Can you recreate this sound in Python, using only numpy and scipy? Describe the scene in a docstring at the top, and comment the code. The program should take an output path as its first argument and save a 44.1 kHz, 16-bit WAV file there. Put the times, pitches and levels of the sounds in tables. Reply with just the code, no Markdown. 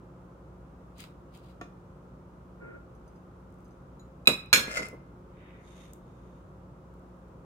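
"""Seasoning food at a kitchen table, a phone microphone close by in a small room, over a low steady hum.
A pepper saucer is picked up with faint ticks and light knocks. After a faint squeak, pepper drops on
a plate. Just past four seconds the saucer knocks the salt saucer, clinks against the plate and rattles,
then is dragged over the table cover, sticking and slipping, and lifted. Last, fingers rub a pinch of
salt and let it fall."""
import sys
import numpy as np
from scipy import signal
from scipy.fft import rfft, irfft
from scipy.io import wavfile
from scipy.ndimage import uniform_filter1d

SR = 44100
rng = np.random.default_rng(int(sys.argv[2]) if len(sys.argv) > 2 else 0)


def inscribe(sig):
    """Save sig as 16-bit PCM at rate SR to the path in sys.argv[1].

    A 1-D sig is mono; a 2-D sig holds one channel per row.
    Samples are clipped to [-1, 1] before scaling.
    """
    pcm = np.round(np.clip(np.atleast_2d(sig).T, -1, 1) * 32767)
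    wavfile.write(sys.argv[1], SR, pcm.astype(np.int16))


N = 328533
T = np.arange(N) / SR
RING_T = T[:SR]
FREQS = np.fft.rfftfreq(N, 1 / SR) + 1e-3
TOP_HZ = 15800  # the phone's upper limit

# Modes of the china. Each row: pitch in Hz, level in dB, nominal t60 in seconds, left minus right in dB.
SAUCER_MODES = [(1300, -20.5, 0.17, 2), (2137, -24, .17, -3), (2513, -0.5, 0.092, -3),
                (2530, -11.5, .12, -5), (2746, -16, .08, 11.5), (3440, -18.5, .16, 1.5),
                (3920, -6.5, 0.2, 1.5), (3930, -2.5, .12, -4.5), (5100, -17, 0.2, 6.5),
                (6860, -21.5, 0.11, -1.5), (7100, -21, .11, 6), (8440, -19, .09, 3),
                (9350, -22.5, 0.099, 7), (11625, -24, .1, 13.5), (13210, -27, .08, 15)]
PLATE_MODES = [(1474, -12, .28, 7), (1671, -8, .45, 6), (2260, -13, .3, -7), (2385, -4, .17, -9),
               (2455, -10, .2, -4), (2500, -9, .2, -1), (2785, -14, .16, -4), (3218, -11, .3, 5),
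               (3329, -12, .2, 6), (3741, -15, .25, -1), (4198, -3, .22, -9), (5234, -13, .35, -4),
               (5330, -16, .3, -5), (6484, -12.5, .36, -8), (6892, -12.5, .2, 11), (7806, -20, .23, 4),
               (8190, -19, .25, 6), (9120, -17, .2, 4), (10612, -17, .15, 16), (11750, -18, .13, 18),
               (12450, -19, .16, 17)]
# A saucer held in the hand; a rim barely touched. Each row: as above, without left minus right.
GRIPPED_MODES = [(324, 5.5, 0.061), (713, 4, 0.14), (1134, 6, .09), (1350, 5, 0.067), (1775, 4.5, 0.091),
                 (2430, -6, 0.24), (6520, -9, 0.078)]
RIM_MODES = [(3970, 0.5, .16), (6900, 2, .16), (11700, -4.5, 0.19)]
# The crack of contact on each dish. Each row: frequency in Hz, level in dB.
SAUCER_CRACK_SPECTRUM = [(300, -8.5), (800, -5.5), (1350, 9.5), (1900, 2.5), (2600, 3), (3200, -3),
                         (3900, 8), (4550, -17), (5200, 2), (6200, -19), (7100, -5), (9000, -7),
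                         (10300, -25.5), (11500, -9.5), (15500, -15.5)]
PLATE_CRACK_SPECTRUM = [(300, -17.5), (800, -8), (1450, 4.5), (1900, 1), (2600, 8), (3000, -4), (3500, 6.5),
                        (4650, -7.5), (5400, 1.5), (6200, -7.5), (9200, -9.5), (10000, -21), (12000, -10),
                        (15500, -19.5)]
# Near dishes at the phone's two microphone ports. Each row: frequency in Hz, left minus right in dB.
PORT_BALANCE = [(500, -4.5), (1400, -7.5), (2400, -5.5), (3400, 6.5), (5500, -5.5), (8000, 8), (12000, 5.5)]
# Blows on china. Each row: start in seconds, dish, ring gain in dB, crack gain in dB,
# share of the ring that outlasts the contact, contact time in seconds.
BLOWS = [(1.006, "saucer", -63, -49, 0, .002), (1.0398, "saucer", -47, -47.5, 0, 0.0017),
         (1.6127, "gripped", -45.5, -42, 0.45, 0.0098), (3.996, "rim", -61, -67.5, 0.5, 0.013),
         (4.257, "saucer", -48, -58.5, 0.7, 0.005), (4.2725, "saucer", -8.5, -15.5, .16, 0.008),
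         (4.5292, "plate", -13, -12.5, 0.36, 0.036), (4.535, "plate", -30.5, -12.5, 0.1, .008),
         (4.561, "plate", -31.5, -19, 0, .008), (4.579, "plate", -33.5, -26.5, 0, 0.0056)]


def knocks(crack_t60=0.022, shimmer_db=-13, shimmer_t60=0.17, grip_hz=6500):
    """Each blow cracks and rings a nearby dish; hand and table choke the ring within milliseconds."""
    rings = {"saucer": ring(SAUCER_MODES, sustain=2.3, blur_hz=14),
             "plate": ring(PLATE_MODES, sustain=1.1, blur_hz=1.2),
             "gripped": ring(GRIPPED_MODES, sustain=1.0, blur_hz=8),
             "rim": ring(RIM_MODES, sustain=1.0, blur_hz=4)}
    ports = pan(curve(PORT_BALANCE))
    saucer_crack = noise(undb(curve(SAUCER_CRACK_SPECTRUM)) * ports)
    plate_crack = noise(undb(curve(PLATE_CRACK_SPECTRUM)) * ports)
    cracks = {"saucer": saucer_crack, "rim": saucer_crack, "plate": plate_crack,
              "gripped": shape(plate_crack, lowpass(grip_hz, 2))}
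    crack_decay = np.hypot(fade(crack_t60), undb(shimmer_db) * fade(shimmer_t60))
    out = np.zeros((2, N))
    for start, dish, ring_db, crack_db, surviving, contact_s in BLOWS:
        choke = surviving + (1 - surviving) * np.exp(-(RING_T / contact_s) ** 4)
        crack = snippet(cracks[dish], start) * crack_decay
        add(out, start, undb(ring_db) * rings[dish] * choke + undb(crack_db) * crack)
    return out


def ring(modes, sustain, blur_hz, lag_s=0.00013, treble_loss=0.16, twin_gain=0.45, split_hz=24):
    """Struck china: modes beat with detuned twins; the shifting contact blurs pitch and damps treble."""
    out = 0
    t = RING_T - np.array([[0], [lag_s]])  # the right port hears it later
    for k, (hz, db, t60, *side) in enumerate(modes):
        decay = fade(min(t60 * sustain, 0.4) * (3000 / hz) ** treble_loss)
        phase_step = np.sqrt(2 * np.pi * blur_hz * hz / 3000 / SR)
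        drift = uniform_filter1d(np.cumsum(rng.standard_normal(SR)) * phase_step, size=256)
        main = np.sin(2 * np.pi * hz * t + drift)
        # the twin lies across the main mode, so the two ports hear it in opposite phase
        sign = (-1) ** k
        twin_hz = hz + sign * split_hz * np.sqrt(hz / 3000)
        twin = np.array([[sign], [-sign]]) * decay * np.cos(2 * np.pi * twin_hz * t - drift)
        out = out + undb(db) * pan(sum(side)) * decay * (main + twin_gain * twin)
    return out


# The table top under the dishes. Each row: frequency in Hz, level in dB.
WOOD_SPECTRUM = [(60, -29), (120, 0.5), (200, 7), (290, 1.5), (420, 2), (560, 3), (750, -13), (1200, -5.5),
                 (2500, -43.5)]
# Bumps on it. Each row: start in seconds, level in dB, t60 in seconds.
TABLE_BUMPS = [(1.614, -39, 0.079), (4.273, -21, 0.22), (4.528, -30.5, 0.47), (4.681, -32, 0.028),
               (4.792, -33.5, 0.29), (4.929, -40, 0.15)]


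def thuds(rise_s=0.00054):
    """The table top booms briefly under the dishes."""
    wood = noise(undb(curve(WOOD_SPECTRUM)))
    attack = 1 - np.exp(-RING_T / rise_s)
    out = np.zeros((2, N))
    for start, db, t60 in TABLE_BUMPS:
        add(out, start, undb(db) * snippet(wood, start) * fade(t60) * attack)
    return out


# The dragged saucer. Each row: pitch in Hz, width in Hz, level in dB, left minus right in dB.
DRAG_RESONANCES = [(620, 50, -1, 2), (1370, 180, 3, 8), (1683, 35, 1.5, 9.5), (2050, 54, 8, -10.5),
                   (2126, 140, 3, -6.5), (2490, 190, -2.5, -4), (4300, 49, -10, 12), (5180, 108, 0.5, -3),
                   (5400, 70, -6, -8.5), (6515, 63, -5, -8), (8160, 120, -5.5, 7), (10330, 50, -5.5, 5)]
# Its rasp on the table cover. Each row: frequency in Hz, level in dB.
RASP_SPECTRUM = [(150, -24), (650, 11.5), (900, -7.5), (2600, -0.5), (3000, -47), (5000, -33.5),
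                 (6000, -11.5), (9000, -14), (10000, -25), (15500, -23)]
# Its foot catches and jumps free. Each row: start in seconds, level in dB.
FOOT_CATCHES = [(4.681, -35), (4.7087, -41), (4.7368, -32), (4.7565, -28.5), (4.772, -26), (4.83, -37)]


def drag(start_s=4.67, peak_s=4.752, lift_s=4.885, rasp_db=-10, judder_db=2.5, catch_t60=0.052):
    """The saucer's foot sticks and slips until it lifts; slips ring the china and rasp on the cover."""
    judder = undb(judder_db * wander(79))
    slips = grains(per_second=800, spread_db=2.0) * judder
    friction = slips + .5 * np.std(slips) * rng.standard_normal((2, N))
    rasp = shape(friction, undb(curve(RASP_SPECTRUM)) * pan(curve(PORT_BALANCE)))
    china = shape(slips, resonances(DRAG_RESONANCES) * lowpass(12000, 4))
    push = stroke(peak_s, hold_s=0, db=-30.5, rise=151, fall=145)
    contact = stroke(start_s, hold_s=lift_s - start_s, db=0, rise=700, fall=700)
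    jolts = np.zeros((1, N))
    for start, db in FOOT_CATCHES:
        add(jolts, start, undb(db) * fade(catch_t60)[None])
    return (china + undb(rasp_db) * rasp) * np.hypot(push * contact, jolts)


# Grit under the fingertips. Each row: frequency in Hz, level in dB.
GRIT_SPECTRUM = [(500, -47), (2000, -2.5), (3100, -0.5), (4000, -4), (5000, -10), (8000, -10), (15000, -15)]
# What brushing and salt ring. Each row: pitch in Hz, width in Hz, level in dB, left minus right in dB.
BRUSH_RESONANCES = [(3000, 1100, 6, -8), (4930, 240, 8, 4), (3970, 61, 7, 0)]
SALT_RESONANCES = [(2142, 790, 22, -2), (3694, 72, 30, 0), (6570, 410, 20.5, -5), (8500, 300, 16, 2),
                   (11610, 670, 7, 12)]
# Fingers brush the cover and the pepper. Each row: peak time in seconds, hold in seconds, gain in dB.
BRUSH_STROKES = [(1, 0.0087, -54.5), (1.35, 0.011, -65.5), (1.442, 0.067, -74)]
# A soft sweep through the salt, two crisper pinches, a last faint rub.
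# Each row: peak time in seconds, hold in seconds, gain in dB, treble cut-off in Hz.
SALT_STROKES = [(5.413, 0.19, -59.5, 2617), (5.672, 0.025, -66, 11000), (5.781, 0.072, -63, 14000),
                (6.093, 0.29, -80, 11000)]


def fingers(brush_pan_db=12.0, brush_ring_db=1, salt_hiss_db=-7):
    """Close to the microphone, fine grains crunch under the fingertips and ring their saucers."""
    crunch = np.array([grains(per_second=1500, spread_db=2.0) for _ in range(2)])
    grit = shape(crunch, undb(curve(GRIT_SPECTRUM))) * pan(brush_pan_db)
    brush = grit + undb(brush_ring_db) * shape(crunch, resonances(BRUSH_RESONANCES))
    salt = shape(crunch, resonances(SALT_RESONANCES)) + undb(salt_hiss_db) * grit
    out = brush * sum(stroke(*row, rise=622, fall=308) for row in BRUSH_STROKES)
    for peak_s, hold_s, db, cutoff_hz in SALT_STROKES:
        soften = signal.butter(4, cutoff_hz, fs=SR, output="sos")
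        out += signal.sosfilt(soften, salt) * stroke(peak_s, hold_s, db, rise=162.5, fall=143)
    return out


# A faint squeak in two pushes. Each row: peak time in seconds, hold in seconds, level in dB.
SQUEAK_PUSHES = [(2.62, 0.1, -47), (2.752, 0.012, -50)]


def squeak(pitch_hz=1411, roughness=0.25, rub_db=2, dull_hz=2400):
    """A thin unsteady tone with a soft rub around it, centred between the ports."""
    pitch = pitch_hz * (1 + 0.015 * wander(76))
    tone = np.sin(2 * np.pi * np.cumsum(pitch) / SR) * (1 + roughness * wander(78))
    body = resonances([(408, 140, 15.5, 0), (1530, 350, -0.5, 0), (2080, 100, -5, 0)])
    rub = shape(rng.standard_normal(N), body * lowpass(dull_hz, 10))
    pushes = sum(stroke(*row, rise=900, fall=377) for row in SQUEAK_PUSHES)
    return unit(tone + undb(rub_db) * rub) * pushes


# The bright colour of a tick. Each row: frequency in Hz, level in dB.
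TICK_SPECTRUM = [(1000, -27), (4500, -17), (6800, -2), (15000, -9)]
# Ticks, close and to the left. Each row: start in seconds, level in dB, left minus right in dB.
TICK_HITS = [(.9826, -55, 13), (1.004, -48, 20), (1.3388, -72, 4), (1.3512, -57, 8), (1.3744, -54.5, 7),
             (4.46, -58, 4.5), (4.886, -43.5, 9), (5.9342, -43.5, 5)]


def ticks(t60=0.01):
    """Grains and fingernails make tiny dry clicks."""
    bright = noise(undb(curve(TICK_SPECTRUM)))
    out = np.zeros((2, N))
    for start, db, side in TICK_HITS:
        add(out, start, undb(db) * pan(side) * snippet(bright, start) * fade(t60))
    return out


# High plate modes that a grain rings. Each row: pitch in Hz, level in dB, nominal t60 in seconds.
HIGH_PLATE_MODES = [(4916, -1, .15), (6220, 2, 0.15), (8950, -5, .16), (10900, -3, .17), (12400, -7, .15)]
# Coarse pepper lands on the plate. Each row: start in seconds, gain in dB.
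PEPPER_LANDINGS = [(2.95, -75.5), (3.078, -73), (3.158, -76), (3.652, -72), (3.708, -78)]


def pepper(spot_db=3):
    """Each coarse grain lands on another spot of the plate, so it rings another mix of the modes."""
    out = np.zeros((2, N))
    for start, db in PEPPER_LANDINGS:
        modes = [(hz, level + spot_db * rng.standard_normal(), t60)
                 for hz, level, t60 in HIGH_PLATE_MODES]
        add(out, start, undb(db) * ring(modes, sustain=0.6, blur_hz=12))
    return out


# Fine pepper, later salt. Each row: peak time in seconds, hold in seconds, level in dB.
SPRINKLE_STROKES = [(3.52, 0.15, -82.5), (6.932, 0.33, -85)]


def sprinkle():
    """Fine grains crackle as the fingertips let them go, very faint even this close."""
    specks = np.array([grains(per_second=300, spread_db=8.5) for _ in range(2)])
    crackle = shape(specks, undb(curve(TICK_SPECTRUM)))
    return crackle * sum(stroke(*row, rise=200, fall=200) for row in SPRINKLE_STROKES)


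# The kitchen's room tone. Each row: frequency in Hz, relative level in dB.
RUSH_SPECTRUM = [(22, -56.5), (32, -27.5), (45, -3.5), (62, -9), (82, -7), (125, -3), (150, -3.5),
                 (200, -11), (250, -9.5), (420, -13), (560, -14.5), (740, -20), (1000, -18), (1350, -20.5),
                 (1750, -34), (2500, -39), (4500, -47.5), (6700, -47.5), (8000, -50), (15500, -56)]
# The hum in it. Each row: pitch in Hz, rms level in dB.
HUM_LINES = [(59.2, -57.5), (181, -58.5), (355, -65.5), (532, -68.5)]


def appliance(rush_db=-51.5, waver=0.17):
    """In the background an appliance runs: a low rush with a few wavering hum lines."""
    rush = noise(undb(curve(RUSH_SPECTRUM)), apart_hz=1060) * undb(rush_db + 0.15 * wander(3.0))
    hum = 0
    for hz, db in HUM_LINES:
        amplitude = undb(db) * np.sqrt(2) * (1 + waver * wander(6.5))
        hum += amplitude * np.sin(2 * np.pi * hz * T + 0.93 * wander(0.92))
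    return rush + hum


def room(x, wet_db, first_echo_s=0.007, low_t60=0.44, treble_t60=0.25):
    """Diffuse echoes of a small kitchen; the treble dies first."""
    white = rng.standard_normal((2, SR))
    low = signal.sosfilt(signal.butter(2, 3500, fs=SR, output="sos"), white)
    tail = (low * fade(low_t60) + 1.93 * (white - low) * fade(treble_t60)) * (RING_T > first_echo_s)
    tail /= np.sqrt(np.sum(tail ** 2, axis=1, keepdims=True))
    mixed = (3 * x + x[::-1]) / 4  # the walls mix both sides together
    return x + undb(wet_db) * signal.fftconvolve(mixed, tail, axes=1)[:, :N]


def stroke(peak_s, hold_s, db, rise, fall):
    """Gain of one hand movement: it swells, holds and dies away; rise and fall in dB per second."""
    below_db = rise * np.maximum(peak_s - T, 0) + fall * np.maximum(T - peak_s - hold_s, 0)
    return undb(db - np.minimum(below_db, 120))


def grains(per_second, spread_db):
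    """Random tiny slips, mostly weak and a few strong."""
    size = undb(spread_db * np.minimum(rng.exponential(size=N), 4))
    return (rng.random(N) < per_second / SR) * size * rng.choice([-1, 1], N)


def resonances(modes):
    """Stereo response of resonances; each reaches the two microphone ports in its own phase."""
    phases = np.exp(2j * np.pi * rng.random((len(modes), 2, 1)))
    return sum(undb(db) * pan(side) * phase / (1 + 1j * (FREQS / hz - hz / FREQS) * hz / width)
               for (hz, width, db, side), phase in zip(modes, phases))


def noise(gain, apart_hz=1300):
    """Coloured stereo noise: both ports share the bass and part ways in the treble."""
    mid, side = rfft(rng.standard_normal((2, N)))
    width = np.clip(FREQS / apart_hz, .1, 1)
    stereo = mid + width * side * np.array([[1], [-1]])
    return unit(irfft(stereo * gain / np.sqrt(1 + width ** 2), N))


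def wander(rate_hz):
    """Smooth random motion, rms 1."""
    return shape(rng.standard_normal(N), np.exp(-(FREQS / rate_hz) ** 2))


def shape(x, gain):
    """Filter by a gain per frequency; rms 1."""
    return unit(irfft(rfft(x) * gain, N))


def lowpass(cutoff_hz, order):
    """Gain per frequency that rolls off the treble."""
    return 1 / (1 + (FREQS / cutoff_hz) ** order)


def curve(points):
    """A table of Hz and dB, interpolated to every frequency."""
    hz, db = np.transpose(points)
    return np.interp(np.log(FREQS), np.log(hz), db)


def fade(t60):
    """One second of decay, falling 60 dB in t60 seconds."""
    return 10 ** (-3 * RING_T / t60)


def snippet(x, start):
    """One second of a long noise, a different stretch for each start."""
    return np.roll(x, -int(start * SR), axis=-1)[:, :SR]


def add(out, start, sound):
    """Mix a short sound in at start seconds."""
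    i = int(start * SR)
    out[:, i:i + sound.shape[-1]] += sound[:, :N - i]


def pan(db):
    """Left and right gains for left minus right in dB."""
    return undb(np.array([[.5], [-.5]]) * db)


def undb(db):
    """Decibels to gain."""
    return 10 ** (np.asarray(db) / 20)


def unit(x):
    """Scale to rms 1."""
    return x / np.sqrt(np.mean(x ** 2))


def scene():
    """Dishes with the room around them, fingers closer to the microphone and drier, over the hum."""
    close = room(ticks() + fingers() + pepper() + sprinkle(), wet_db=-9.5)
    dishes = room(knocks() + drag() + squeak(), wet_db=-5.0)
    return dishes + close + thuds() + appliance()


def record(dry):
    """The loudest peaks are held below full scale, then the phone cuts the top."""
    top_cut = signal.ellip(10, .2, 80, TOP_HZ, fs=SR, output="sos")
    return signal.sosfilt(top_cut, np.clip(dry, -.8, .8))


dry = scene()
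out = record(dry)
inscribe(out)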